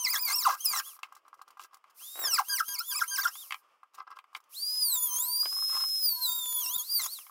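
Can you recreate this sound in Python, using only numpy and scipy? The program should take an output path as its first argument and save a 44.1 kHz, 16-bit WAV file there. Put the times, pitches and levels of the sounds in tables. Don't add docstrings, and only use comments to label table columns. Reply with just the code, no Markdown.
import sys
import numpy as np
from scipy import signal
from scipy.fft import rfft, irfft, next_fast_len
from scipy.io import wavfile
from scipy.ndimage import uniform_filter1d, map_coordinates

SR = 44100
rng = np.random.default_rng(int(sys.argv[2]) if len(sys.argv) > 2 else 0)


def generate_wav(sig):
    pcm = np.round(np.clip(np.atleast_2d(sig).T, -1, 1) * 32767).astype(np.int16)
    wavfile.write(sys.argv[1], SR, pcm)


def rack_gain(trim_db):
    fader = np.asarray(trim_db, float)
    return 10 ** (fader / 20)


N = 321930
TOP_HZ = 15880


def unit(x):
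    return x / np.sqrt(np.mean(x ** 2) + 1e-20)


def along(points, hz):
    f, v = np.transpose(points)
    return np.interp(np.log(hz + 1), np.log(f + 1), v)


def by_speed(law, shaft_hz):
    hz, *cols = np.transpose(law)
    return np.array([rack_gain(along(np.c_[hz, c], shaft_hz)) for c in cols])


def curves(rows):
    s, *cols = np.transpose(rows)
    return np.array([np.interp(np.arange(N) / SR, s, c) for c in cols])


def glide(s, v):
    t, gap = np.arange(N) / SR, np.diff(s)
    rise = np.diff(v)
    slope = rise / gap
    a, b = slope[:-1], slope[1:]
    wa, wb = 2 * gap[1:] + gap[:-1], gap[1:] + 2 * gap[:-1]
    inner = np.where(a * b > 0, (wa + wb) * a * b / (wa * b + wb * a + 1e-9), 0)
    tangent = np.r_[slope[0], inner, slope[-1]]
    k = np.clip(np.searchsorted(s, t) - 1, 0, len(gap) - 1)
    x = np.clip((t - s[k]) / gap[k], 0, 1)
    bend = gap[k] * x * (1 - x) * (tangent[k] * (1 - x) - tangent[k + 1] * x)
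    return v[k] + rise[k] * x * x * (3 - 2 * x) + bend


def spans(rows, swell_s):
    level = np.zeros(N)
    for start, end, db in rows:
        level[round(start * SR):round(end * SR)] = rack_gain(db)
    return np.abs(uniform_filter1d(level, size=round(swell_s * SR)))


def wobble(rate):
    knots = rng.standard_normal(int(N * rate / SR) + 4)
    return map_coordinates(knots, [np.arange(N) * rate / SR], order=1)


def filtered(x, response):
    m = next_fast_len(N + SR // 10, real=True)
    return irfft(rfft(x, m) * response(np.fft.rfftfreq(m, 1 / SR)), m)[..., :N]


def noise(spectrum):
    return unit(filtered(rng.standard_normal(N), lambda hz: rack_gain(along(spectrum, hz))))


def resonance(f, centre, width, db):
    return rack_gain(db) * 1j * f * width / (centre * centre - f * f + 1j * f * width)


# frequency in Hz, level in dB per Hz.
QUIET = [(100, -42.5), (450, -19.5), (800, -16), (1200, -3.5), (1600, -20.5), (3000, -19), (4000, -34),
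         (5000, -27), (6000, -33), (15800, -40.5)]


def quiet_workshop():
    return rack_gain(-71 + 3.5 * wobble(25)) * noise(QUIET)


# frequency in Hz, decay time t60 in seconds.
WALLS = [(500, 0.059), (1500, 0.09), (6000, 0.037), (15000, 0.084)]


def room(x):
    hz, t, z = signal.stft(rng.standard_normal(SR // 4), SR, nperseg=128)
    decay = rack_gain(-60 * t / along(WALLS, hz)[:, None])
    tail = signal.istft(z * decay, SR, nperseg=128)[1]
    delayed = np.pad(x, (60, 0))
    return signal.fftconvolve(delayed, tail / np.linalg.norm(tail))[:N]


HARD_SKIPS = [.056, .715, 2.35, 2.69, 4.96, 5.186, 5.752, 5.824, 6.094, 6.459, 6.527, 6.662]
SOFT_SKIPS = [2.484, 2.917, 2.985, 4.756, 4.824, 5.255, 5.528, 5.596, 5.686, 5.889, 5.957, 6.028, 6.323,
              6.39, 6.595, 6.753, 7.025]


def skip_ticks():
    ticks = np.zeros(N)
    for skips, db in ((HARD_SKIPS, -57.5), (SOFT_SKIPS, -64.5)):
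        for s in skips:
            ticks[round(s * SR)] = rack_gain(db + 37.5) * rng.choice([-1, 1])
    return ticks


# time in seconds, peak level in dB.
POPS = [(2.157, -32.5), (2.162, -38), (2.177, -32.5), (2.1917, -25.5), (2.197, -29.5), (2.217, -27.5),
        (2.226, -34), (2.24, -23.5), (2.25, -28.5), (2.271, -26.5), (2.283, -29.5), (2.17, -39),
        (2.184, -37.5), (2.231, -33.5), (2.252, -35), (2.288, -36.5), (2.31, -35.5), (2.318, -35.5),
        (2.328, -37.5), (2.345, -33.5), (2.356, -40), (5.458, -25)]


def cable_pops():
    blows = np.zeros(N)
    for s, db in POPS:
        blows[round(s * SR)] = rack_gain(db + 26.5) * rng.choice([-1, 1])
    return filtered(blows, lambda f: (1j * f / (380 + 1j * f)) ** 4 * (2000 / (2000 + 1j * f)) ** 4)


# frequency in Hz, width in Hz, level in dB.
PANEL = [(775, 71, -7.5), (1087, 115, 4.5), (1293, 60, 7.5), (1620, 38, -3), (2024, 59, -9.5),
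         (2650, 400, -17.5), (5200, 450, -18.5)]


def panel(force, modes):
    def response(f):
        ring = sum((-1) ** k * resonance(f, *mode) for k, mode in enumerate(modes))
        return ring * (1j * f / (650 + 1j * f)) ** 2
    return filtered(force, response)


# time in seconds, peak level in dB, crack in dB above the knock.
KNOCKS = [(1.031, -26, -3), (1.595, -29, -17), (1.841, -42, -17), (3.354, -37, -9), (3.507, -29.5, -2.5),
          (3.522, -24.5, -2), (3.543, -27, -5), (4.188, -35, -8.5), (4.241, -43, -18), (4.349, -27, -6),
          (5.455, -32, -6), (5.837, -27, -19.5), (7.187, -39, -11), (7.266, -41.5, -11)]
# time in seconds, peak level in dB, scratch in dB above the tap.
TAPS = [(1.263, -49, -25), (3.437, -47, -30), (3.468, -50, -30), (0.964, -45, -5), (0.989, -39.5, -12.5),
        (1.122, -34.5, -14), (1.148, -50, 6), (1.279, -41.5, -10.5), (1.329, -34.5, -26), (1.34, -41, -6.5),
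        (1.392, -40, -24), (1.414, -32, -8.5), (1.503, -43.5, -1.5), (1.57, -37.5, -21),
        (1.741, -41.5, 0.5), (1.085, -49, -18), (1.164, -39.5, -14), (1.252, -46, -27), (1.477, -41.5, -7),
        (1.575, -44, -24), (1.73, -42, -14), (1.768, -46, -10), (1.896, -49, -14), (3.831, -36.5, -22.5),
        (3.942, -44.5, -5), (3.981, -38, -18.5), (3.985, -31.5, -26), (4.016, -34, -32), (4.023, -44, -24),
        (4.068, -41, -30), (4.076, -35, -35), (4.103, -36.5, -25), (4.11, -40.5, -25), (4.124, -45, -23),
        (4.163, -46.5, -15), (4.329, -44, -14), (4.34, -49.5, -12), (4.401, -48.5, -7), (4.437, -58.5, 3),
        (5.43, -33, -18), (5.525, -35, -22), (5.566, -35.5, -20), (5.623, -31.5, -25), (5.718, -43, -18),
        (5.753, -30, -21), (5.765, -27, -20), (5.8, -42, -16), (7.295, -39.5, -30)]


def strikes():
    sheet, rim, scrape = np.zeros((3, N + SR))
    t = np.arange(SR // 8) / SR
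    nail_lag_s = .003
    hits = [(s, db, -30, scratch_db, nail_lag_s) for s, db, scratch_db in TAPS]
    hits += [(s, db, crack_db, -18.5, 0) for s, db, crack_db in KNOCKS]
    for s, db, crack_db, scratch_db, lag_s in hits:
        rattle = .42 * rack_gain(-60 * t / 0.04) * rng.standard_normal(len(t))
        push = rattle + 30 * t / .0004 * rack_gain(-60 * t / 0.0012)
        crack = rack_gain(-60 * t / 0.021) * rng.standard_normal(len(t))
        sheet[round(s * SR):][:len(t)] += rack_gain(db - 3.0) * push
        rim[round(s * SR):][:len(t)] += rack_gain(db + crack_db + 15.5) * crack
        scrape[round((s + lag_s) * SR):][:len(t)] += rack_gain(db + scratch_db - 8.0) * rack_gain(-60 * t / 0.028)
    return sheet[:N], rim[:N], scrape[:N]


# start in seconds, rms level in dB, scratch in dB above the panel,
# length in seconds.
RUBS = [(0.81, -60, -30, 0.14), (2.002, -58.5, -30, 0.033), (1.032, -56, -5, 0.041),
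        (1.147, -61.5, -5, 0.053), (1.246, -67, -22, 0.017), (1.371, -67, -4, 0.029),
        (1.475, -59, -12, 0.018), (1.589, -55, 9, 0.076), (1.705, -67, -10, 0.062),
        (1.897, -67, 6.5, 0.018), (2.14, -59, -23, 0.29), (3.935, -57.5, 9, 0.026),
        (3.964, -51, -17, 0.051), (4.071, -50.5, -34, 0.013), (4.094, -54, -24, 0.041),
        (4.154, -53.5, -10, 0.03), (4.359, -49, 8.5, 0.02), (5.51, -52, -20, 0.041),
        (5.542, -56, -22, 0.073), (5.688, -48, 6.5, 0.077), (5.734, -49, 9.5, 0.064),
        (5.787, -49.5, 10, 0.044)]


def rubs():
    sheet, flex, scrape = np.zeros((3, N + SR))
    grains = rng.standard_normal(N + SR) * np.pad(rack_gain(6.8 * wobble(200)), (0, SR))
    for s, db, scratch_db, length in RUBS:
        at = slice(round(s * SR), round((s + length) * SR))
        stroke = np.sqrt(np.hanning(at.stop - at.start))
        sheet[at] += rack_gain(db + 16.0) * stroke * grains[at]
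        flex[at] += rack_gain(db - 19.5) * stroke
        scrape[at] += rack_gain(db + scratch_db - 7.5) * stroke
    return sheet[:N], flex[:N], scrape[:N]


# frequency in Hz, width in Hz, level in dB.
EDGE = [(2230, 340, 5), (2500, 1210, 0), (3065, 295, 2), (4650, 140, -13.5)]
# frequency in Hz, level in dB per Hz.
SCRATCH = [(300, -28.5), (2000, -11.5), (5500, -2.5), (9000, -8), (15800, -9.5)]
# frequency in Hz, level in dB per Hz.
FLEX = [(180, -23.5), (300, -7.5), (600, 2), (1000, -31.5)]
# start in seconds, end in seconds, level in dB.
CREAKS = [(1.2, 1.5, -83)]


def fingers():
    hit_sheet, rim, hit_scrape = strikes()
    rub_sheet, flex, rub_scrape = rubs()
    ringing = panel(hit_sheet + rub_sheet, PANEL) + panel(rim, EDGE)
    scratching = (hit_scrape + rub_scrape) * noise(SCRATCH) * rack_gain(4.2 * wobble(300))
    creaks = spans(CREAKS, .05) * rack_gain(4 * wobble(40))
    return ringing + scratching + (flex + creaks) * noise(FLEX)


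# time in seconds, shaft speed in Hz, bite of the wheel in dB.
FIRST = [
    [(0.0, 3133, -33.5), (0.04, 2900, -35), (0.05, 2630, -26), (0.078, 2016, -32.5), (0.114, 2538, -31.5),
     (0.163, 1663, -30), (0.177, 2000, -34)],
    [(0.204, 2518, -36.5), (0.258, 2356, -31.5), (0.299, 2090, -33), (0.367, 2800, -28), (0.4, 2500, -33),
     (0.449, 1499, -31.5)],
    [(0.463, 1200, -30), (0.481, 837, -34), (0.491, 660, -30), (0.505, 561, -34), (0.527, 520.4, -37.5),
     (0.557, 745, -57.5), (0.585, 2650, -63)],
    [(0.603, 3020, -58.5), (0.607, 3070, -33.5), (0.617, 3190, -45)],
    [(0.632, 3256, -44.5), (0.65, 2910, -30.5), (0.66, 2597, -26), (0.716, 2347, -33.5), (0.74, 2076, -35),
     (0.77, 1928, -33), (0.793, 1738, -31), (0.808, 1128, -41.5)],
    [(0.82, 2320, -88), (0.884, 3454, -51), (0.895, 3250, -66), (0.925, 2563, -80), (0.96, 1960, -90)],
]
# time in seconds, shaft speed in Hz, bite in dB.
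SECOND = [
    [(1.981, 2120, -78), (2.019, 3050, -86), (2.075, 3576, -73), (2.187, 3840, -53), (2.192, 3845, -41),
     (2.215, 3826, -38.5)],
    [(2.238, 3700, -42.5), (2.295, 3050, -32), (2.347, 2552, -26), (2.361, 2376, -30), (2.375, 1836, -36.5),
     (2.392, 1168, -29), (2.412, 720, -40.5), (2.442, 2525, -70)],
    [(2.482, 3153, -62), (2.486, 3183, -33.5), (2.51, 3270, -34.5), (2.56, 2902, -31.5),
     (2.575, 2400, -37.5), (2.596, 1735, -32), (2.612, 1294, -37.5), (2.628, 2430, -84)],
    [(2.664, 3180, -49.5), (2.678, 3210, -49.5), (2.682, 3240, -32.5), (2.734, 3233, -35.5),
     (2.742, 3020, -34), (2.764, 2270, -39.5), (2.778, 2130, -49)],
    [(2.782, 2206, -35.5), (2.795, 2500, -31), (2.82, 2880, -52), (2.846, 3300, -67)],
]
# time in seconds, shaft speed in Hz, bite in dB.
SECOND_END = [
    [(2.889, 3540, -41), (2.927, 3120, -33.5), (2.94, 2560, -40), (2.953, 2300, -35), (2.966, 2560, -33),
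     (2.984, 2535, -33)],
    [(2.996, 2079, -37), (3.012, 1620, -36.5), (3.023, 1347, -30.5), (3.032, 1758, -42.5),
     (3.043, 2257, -39), (3.049, 2440, -58), (3.06, 2680, -67)],
    [(3.075, 2987, -64), (3.079, 3085, -37), (3.117, 3204, -37.5), (3.15, 3080, -34), (3.161, 2620, -33),
     (3.176, 1950, -36), (3.19, 1523, -31.5), (3.201, 1763, -36)],
    [(3.222, 2320, -32), (3.228, 2267, -40), (3.235, 1952, -32), (3.247, 1700, -36.5), (3.259, 1377, -32),
     (3.268, 1410, -39), (3.282, 1866, -34.5), (3.292, 1727, -44.5), (3.304, 2406, -69)],
    [(3.32, 2820, -81), (3.37, 3500, -72), (3.411, 3710, -67), (3.42, 3490, -65), (3.48, 2290, -72),
     (3.6, 775, -91)],
]
# time in seconds, shaft speed in Hz, bite in dB.
THIRD = [
    [(4.53, 2489, -79), (4.552, 3560, -62), (4.582, 4250, -50.5), (4.64, 4746, -50), (4.788, 5041, -50),
     (4.836, 4860, -34.5), (4.934, 3930, -30), (5.006, 3434, -36.5), (5.036, 3494, -31)],
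    [(5.116, 3107, -34), (5.158, 3150, -28.5), (5.248, 3994, -35), (5.304, 4600, -37.5),
     (5.42, 4860, -36.5), (5.5, 5058, -96), (5.6, 5151, -63), (5.98, 5147, -68)],
    [(6.03, 5065, -32.5), (6.138, 4387, -36.5), (6.2, 4292, -49.5), (6.226, 4214, -33.5),
     (6.3, 3670, -38.5), (6.356, 3738, -38.5), (6.456, 3524, -41), (6.602, 3375, -32.5)],
    [(6.663, 2689, -34.5), (6.74, 3480, -36), (6.765, 3738, -35.5), (6.772, 3790, -70), (6.782, 3450, -35),
     (6.81, 3286, -31.5), (6.856, 4160, -74)],
    [(6.922, 4835, -35), (6.982, 4518, -32.5), (7.002, 4130, -43), (7.062, 3300, -33), (7.086, 3930, -65),
     (7.138, 4556, -41.5), (7.15, 4250, -58), (7.25, 2075, -95), (7.299, 1380, -110)],
]
# time in seconds, imbalance in dB, overtone tilt in dB per order.
SEAT = [
    [(0, -3.5, -8), (.05, 3.5, -4.5), (.11, 0, 0.2), (.16, 3, -2.5), (.22, -0.5, 2), (.3, -0.5, -4.5),
     (.37, -6.5, -0.5), (.44, -9.5, -0.5), (.47, 2, 0.5), (.52, -2, 1), (.63, 2.5, -1), (.67, -12, -0.8),
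     (.73, 5, -1.8), (.8, -7.5, -2)],
    [(2.2, -3.5, 2), (2.24, 4, -2), (2.3, 0, -3.5), (2.38, 2.3, -2.5), (2.51, -4, 0.5), (2.6, 2.5, -1),
     (2.7, -10, 3.5), (2.77, 3, -4.5), (2.81, -8, -2.5), (2.9, 1.5, 3), (2.97, 3.5, -3.5), (3.02, 3, -0.5),
     (3.12, -2, -4.5), (3.19, 3.5, -0.2), (3.22, -3, -4), (3.26, 3, -0.5), (3.3, -6, -5)],
    [(4.8, 11, -20), (4.88, -4.5, -2.5), (4.96, -3.5, -4), (5.04, -6.5, 3.5), (5.13, -4.5, 0.1),
     (5.22, -13, -2), (5.34, -1.5, -3), (5.42, 6.5, 3.5), (6.05, 1.5, 6), (6.15, 0.5, 11), (6.25, 4.5, 2.7),
     (6.35, 8, -3.5), (6.5, 5.5, 1.5), (6.62, 2.5, 0.4), (6.76, 3.5, 1.3), (6.82, -2, -1.5), (6.95, 0.3, 7),
     (7.05, 0, -7.5)],
]
# shaft speed in Hz, whine in dB, overtones in dB, fan in dB.
FREE = [(800, -115, -85, -65.5), (2130, -75, -89, -53), (3300, -56.5, -58, -47), (4600, -46.5, -65, -43.5),
        (4860, -37.5, -64, -42), (5224, -32, -57, -41)]
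# shaft speed in Hz, whine in dB, overtones in dB, grit in dB,
# panel rumble in dB.
LOADED = [(566.2, -22, -7, -5.5, 3.5), (847, -2, -7.5, -5.5, -2.5), (1400, 3.5, -3, -6, -1.5),
          (1700, -9.5, 1, -8, -14.5), (2120, -12, -1, -11, -15.5), (2650, -20.5, 3, -16, -25),
          (3380, -13.5, -2.5, -17, -36), (3480, -6, 3, -21.5, -32), (4690, 1, 1, -28, -39)]
# start in seconds, end in seconds, grit in dB, panel rumble in dB.
JAMS = [(0.06, 0.079, -40.5, -44), (0.142, 0.173, -36, -39), (0.273, 0.334, -33, -33.5),
        (0.484, 0.553, -40, -42.5), (0.726, 0.805, -36.5, -34.5), (2.979, 3.048, -49, -59.5),
        (3.174, 3.206, -45.5, -41.5), (3.236, 3.291, -45.5, -40), (6.994, 7.071, -36, -48.5)]


def motor_state():
    rows = []
    for run in (FIRST, SECOND + SECOND_END, THIRD):
        run = [(*row, 0) for row in sum(run, [])]
        (start_s, start_hz, *_), (end_s, end_hz, *_) = run[0], run[-1]
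        rows += [(start_s - .046, .5 * start_hz, -110, -40), (start_s - .034, .6 * start_hz, -110, -9)]
        rows += [*run, (end_s + .044, .5 * end_hz, -110, -40)]
    shaft_hz = glide(*np.transpose(rows)[:2])
    _, bite_db, running_db = curves(rows)
    imbalance_db, tilt_db = curves(sum(SEAT, []))
    free = rack_gain(running_db) * by_speed(FREE, shaft_hz)
    free[:2] *= rack_gain(2 * running_db)
    cut = rack_gain(bite_db) * by_speed(LOADED, shaft_hz)
    jam_grit, jam_rumble = [spans([(a, b, dbs[k]) for a, b, *dbs in JAMS], 0.0086) for k in (0, 1)]
    return dict(shaft_hz=shaft_hz, whine=np.hypot(free[0], cut[0] * rack_gain(imbalance_db)), hum=free[1],
                overtone=cut[1], fan=free[2], grind=np.hypot(cut[2], jam_grit),
                shake=np.hypot(cut[3], jam_rumble), jam=jam_grit, tilt_db=tilt_db)


def shaft_turns(shaft_hz, slow):
    skips = HARD_SKIPS + SOFT_SKIPS
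    jumps = np.zeros(N)
    jumps[[round(s * SR) for s in skips]] = rng.uniform(-.2, .2, len(skips))
    jumps = uniform_filter1d(uniform_filter1d(jumps, size=16), size=16)
    return np.cumsum(shaft_hz * (1 + .0026 * slow * wobble(400)) / SR + jumps)


# start in seconds, end in seconds, level in dB.
BUZZ = [(0, .56, -52), (.69, .8, -55), (2.27, 2.43, -61), (2.49, 2.6, -55), (2.69, 2.82, -55.5),
        (2.9, 3.05, -52), (3.09, 3.29, -54), (4.7, 4.84, -70), (4.84, 4.92, -60.5), (4.92, 5.1, -54),
        (5.1, 5.31, -51), (5.31, 5.44, -56), (6.13, 6.18, -55.5), (6.18, 6.33, -50), (6.33, 6.58, -57),
        (6.58, 6.7, -51.5), (6.7, 6.83, -53.5)]


def mains_ripple():
    ripple_hz = 996
    phase = 2 * np.pi * ripple_hz * np.arange(N) / SR + 0.49 * wobble(30)
    return phase, rack_gain(2.6 * wobble(40)) * np.sin(phase), spans(BUZZ, .05)


# frequency in Hz, level in dB.
RADIATE = [(1000, 22), (1600, -12), (3000, -4), (4200, -2), (5100, 11.5), (6500, -1), (8500, -4.5),
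           (10500, -6), (13500, 0.5), (16000, -1.5)]


def orders(order, turns, shaft_hz, db, flutter_db):
    hz = order * shaft_hz[::8]
    flutter = uniform_filter1d(uniform_filter1d(rng.standard_normal(hz.shape), size=40), size=40)
    share = rack_gain(along(RADIATE, hz) + db + flutter_db * unit(flutter)) * (hz < TOP_HZ + 500)
    share = share / np.sqrt(np.sum(share ** 2, axis=0) + 1e-9)
    share = np.repeat(share.astype(np.float32), 8, axis=1)[:, :N]
    start = np.float32(2 * np.pi * rng.random(order.shape))
    waves = np.sin(np.float32(2 * np.pi * order) * np.float32(turns % 2) + start)
    return np.sum(share * waves, axis=0)


# start in seconds, end in seconds, level in dB.
BOUNCE = [(2.236, 2.284, -33), (2.328, 2.36, -45.5), (2.497, 2.545, -34), (2.683, 2.733, -47.5),
          (2.803, 2.82, -40), (2.908, 2.931, -39), (2.953, 2.963, -41.5), (2.989, 3.001, -44),
          (3.11, 3.149, -41.5), (6.993, 7.017, -42)]
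BOUNCE_DB = [10, 3, -11, -15.5, -13.5]


def bounce(turns, shaft_hz):
    half = np.arange(.5, 5)[:, None]
    return spans(BOUNCE, 0.012) * orders(half, turns, shaft_hz, np.c_[BOUNCE_DB], flutter_db=3)


def torque_throb(carrier, turns, shaft_hz, phase, ripple, buzz):
    pulses = ripple + .5 * rack_gain(3 * wobble(30)) * np.sin(2 * phase)
    throb = filtered(rack_gain(34) * buzz * pulses * carrier, lambda hz: 1 / (1 + (5000 / (hz + 1)) ** 8))
    slow_enough = np.clip((4500 - shaft_hz) / 500, 0, 1)
    throb += rack_gain(-6) * buzz * rack_gain(4 * wobble(25)) * slow_enough * np.sin(2 * np.pi * turns + phase)
    throb[:round(4.5 * SR)] *= .1
    side_db = np.where(np.arange(N) < 5.8 * SR, -1, 3)
    return throb * rack_gain(side_db + 3 * wobble(35))


def bearing_cage(turns, shaft_hz, buzz):
    khz = shaft_hz / 1000
    window = np.clip(khz - 2, 0, 1) * np.clip(4.5 - khz, 0, 1)
    return buzz * rack_gain(-7 + 3 * wobble(30)) * window * np.sin(2 * np.pi * .37 * turns)


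# frequency in Hz, level in dB per Hz.
FAN = [(300, -42.5), (1200, -27), (2300, -27.5), (4000, -17.5), (5200, -10), (7500, -15), (9500, -8.5),
       (12000, -4), (15800, -9.5)]
# frequency in Hz, level in dB per Hz.
CUT = [(300, -23.5), (1200, 1.5), (2000, -31.5), (3300, -11), (5500, 5.5), (8800, -4.5), (13800, 1),
       (15800, 2.5)]


def fan_and_grit(turns, fan, grind):
    grit = noise(CUT) * (1 + .5 * np.sin(2 * np.pi * turns)) * rack_gain(4.5 * wobble(700))
    return fan * noise(FAN) + grind * unit(grit)


def panel_rumble(turns, slow, shake):
    bite = unit(np.exp(6 * np.cos(2 * np.pi * turns))) * np.clip(slow / 8, 0, 1)
    force = (rng.standard_normal(N) + 0.47 * bite) * rack_gain(6.2 * wobble(150))
    return shake * unit(panel(force, PANEL))


# frequency in Hz, width in Hz, level in dB.
SING = [(804, 73, 5), (1150, 36, -6.5), (1289, 78, 5), (1600, 40, 7.5), (5120, 430, -7)]
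# frequency in Hz, width in Hz, level in dB.
HOUSING = [(6390, 280, -4.5), (8030, 290, -2), (9560, 690, 2), (10300, 350, 4), (11700, 410, 0.5),
           (13390, 690, 2.5), (14160, 200, -0.5), (14800, 250, 7)]


def sing(x):
    return filtered(x, lambda f: 1 + sum(resonance(f, *mode) for mode in SING + HOUSING))


def tool():
    state = motor_state()
    shaft_hz = state["shaft_hz"]
    slow = np.clip(2600 / shaft_hz, 0, 3) ** 2 + 1.3 * np.clip(rack_gain(40.5) * state["jam"], 0, 4)
    turns = shaft_turns(shaft_hz, slow)
    phase, ripple, buzz = mains_ripple()

    chatter_db = 4.5 * np.clip(slow - .6, 0, 1.5)
    order = np.arange(2, 12)[:, None]
    tilt_db = (order - 2) * state["tilt_db"][::8]
    overtones = state["overtone"] * orders(order, turns, shaft_hz, tilt_db, flutter_db=3 + chatter_db[::8])
    whine = state["whine"] * rack_gain((1.36 + .5 * chatter_db) * wobble(70)) * np.sin(2 * np.pi * turns)
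    hum = state["hum"] * (np.sin(2 * np.pi * 2 * turns) + .7 * np.sin(2 * np.pi * 3 * turns))
    throb = torque_throb(overtones, turns, shaft_hz, phase, ripple, buzz)
    tones = whine + rack_gain(-4) * overtones + hum + throb + bounce(turns, shaft_hz)

    cage = bearing_cage(turns, shaft_hz, buzz)
    hiss = fan_and_grit(turns, state["fan"], state["grind"])
    rumble = panel_rumble(turns, slow, state["shake"])
    return np.sqrt(2) * (sing(tones) + cage) + hiss + rumble, np.sqrt(2) * buzz * ripple


def scene():
    motor, buzz = tool()
    near = motor + fingers() + cable_pops()
    return np.tile(near + rack_gain(-7.0) * room(near) + buzz + quiet_workshop(), (2, 1))


def roll_off(x):
    return signal.sosfilt(signal.butter(12, 17090, fs=SR, output="sos"), x)


def record(dry):
    def edge(hz):
        return np.sin(np.pi / 2 * np.clip((TOP_HZ - hz) / 150, 0, 1)) ** 2
    return roll_off(filtered(dry + skip_ticks(), edge))


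dry = scene()
out = record(dry)
generate_wav(out)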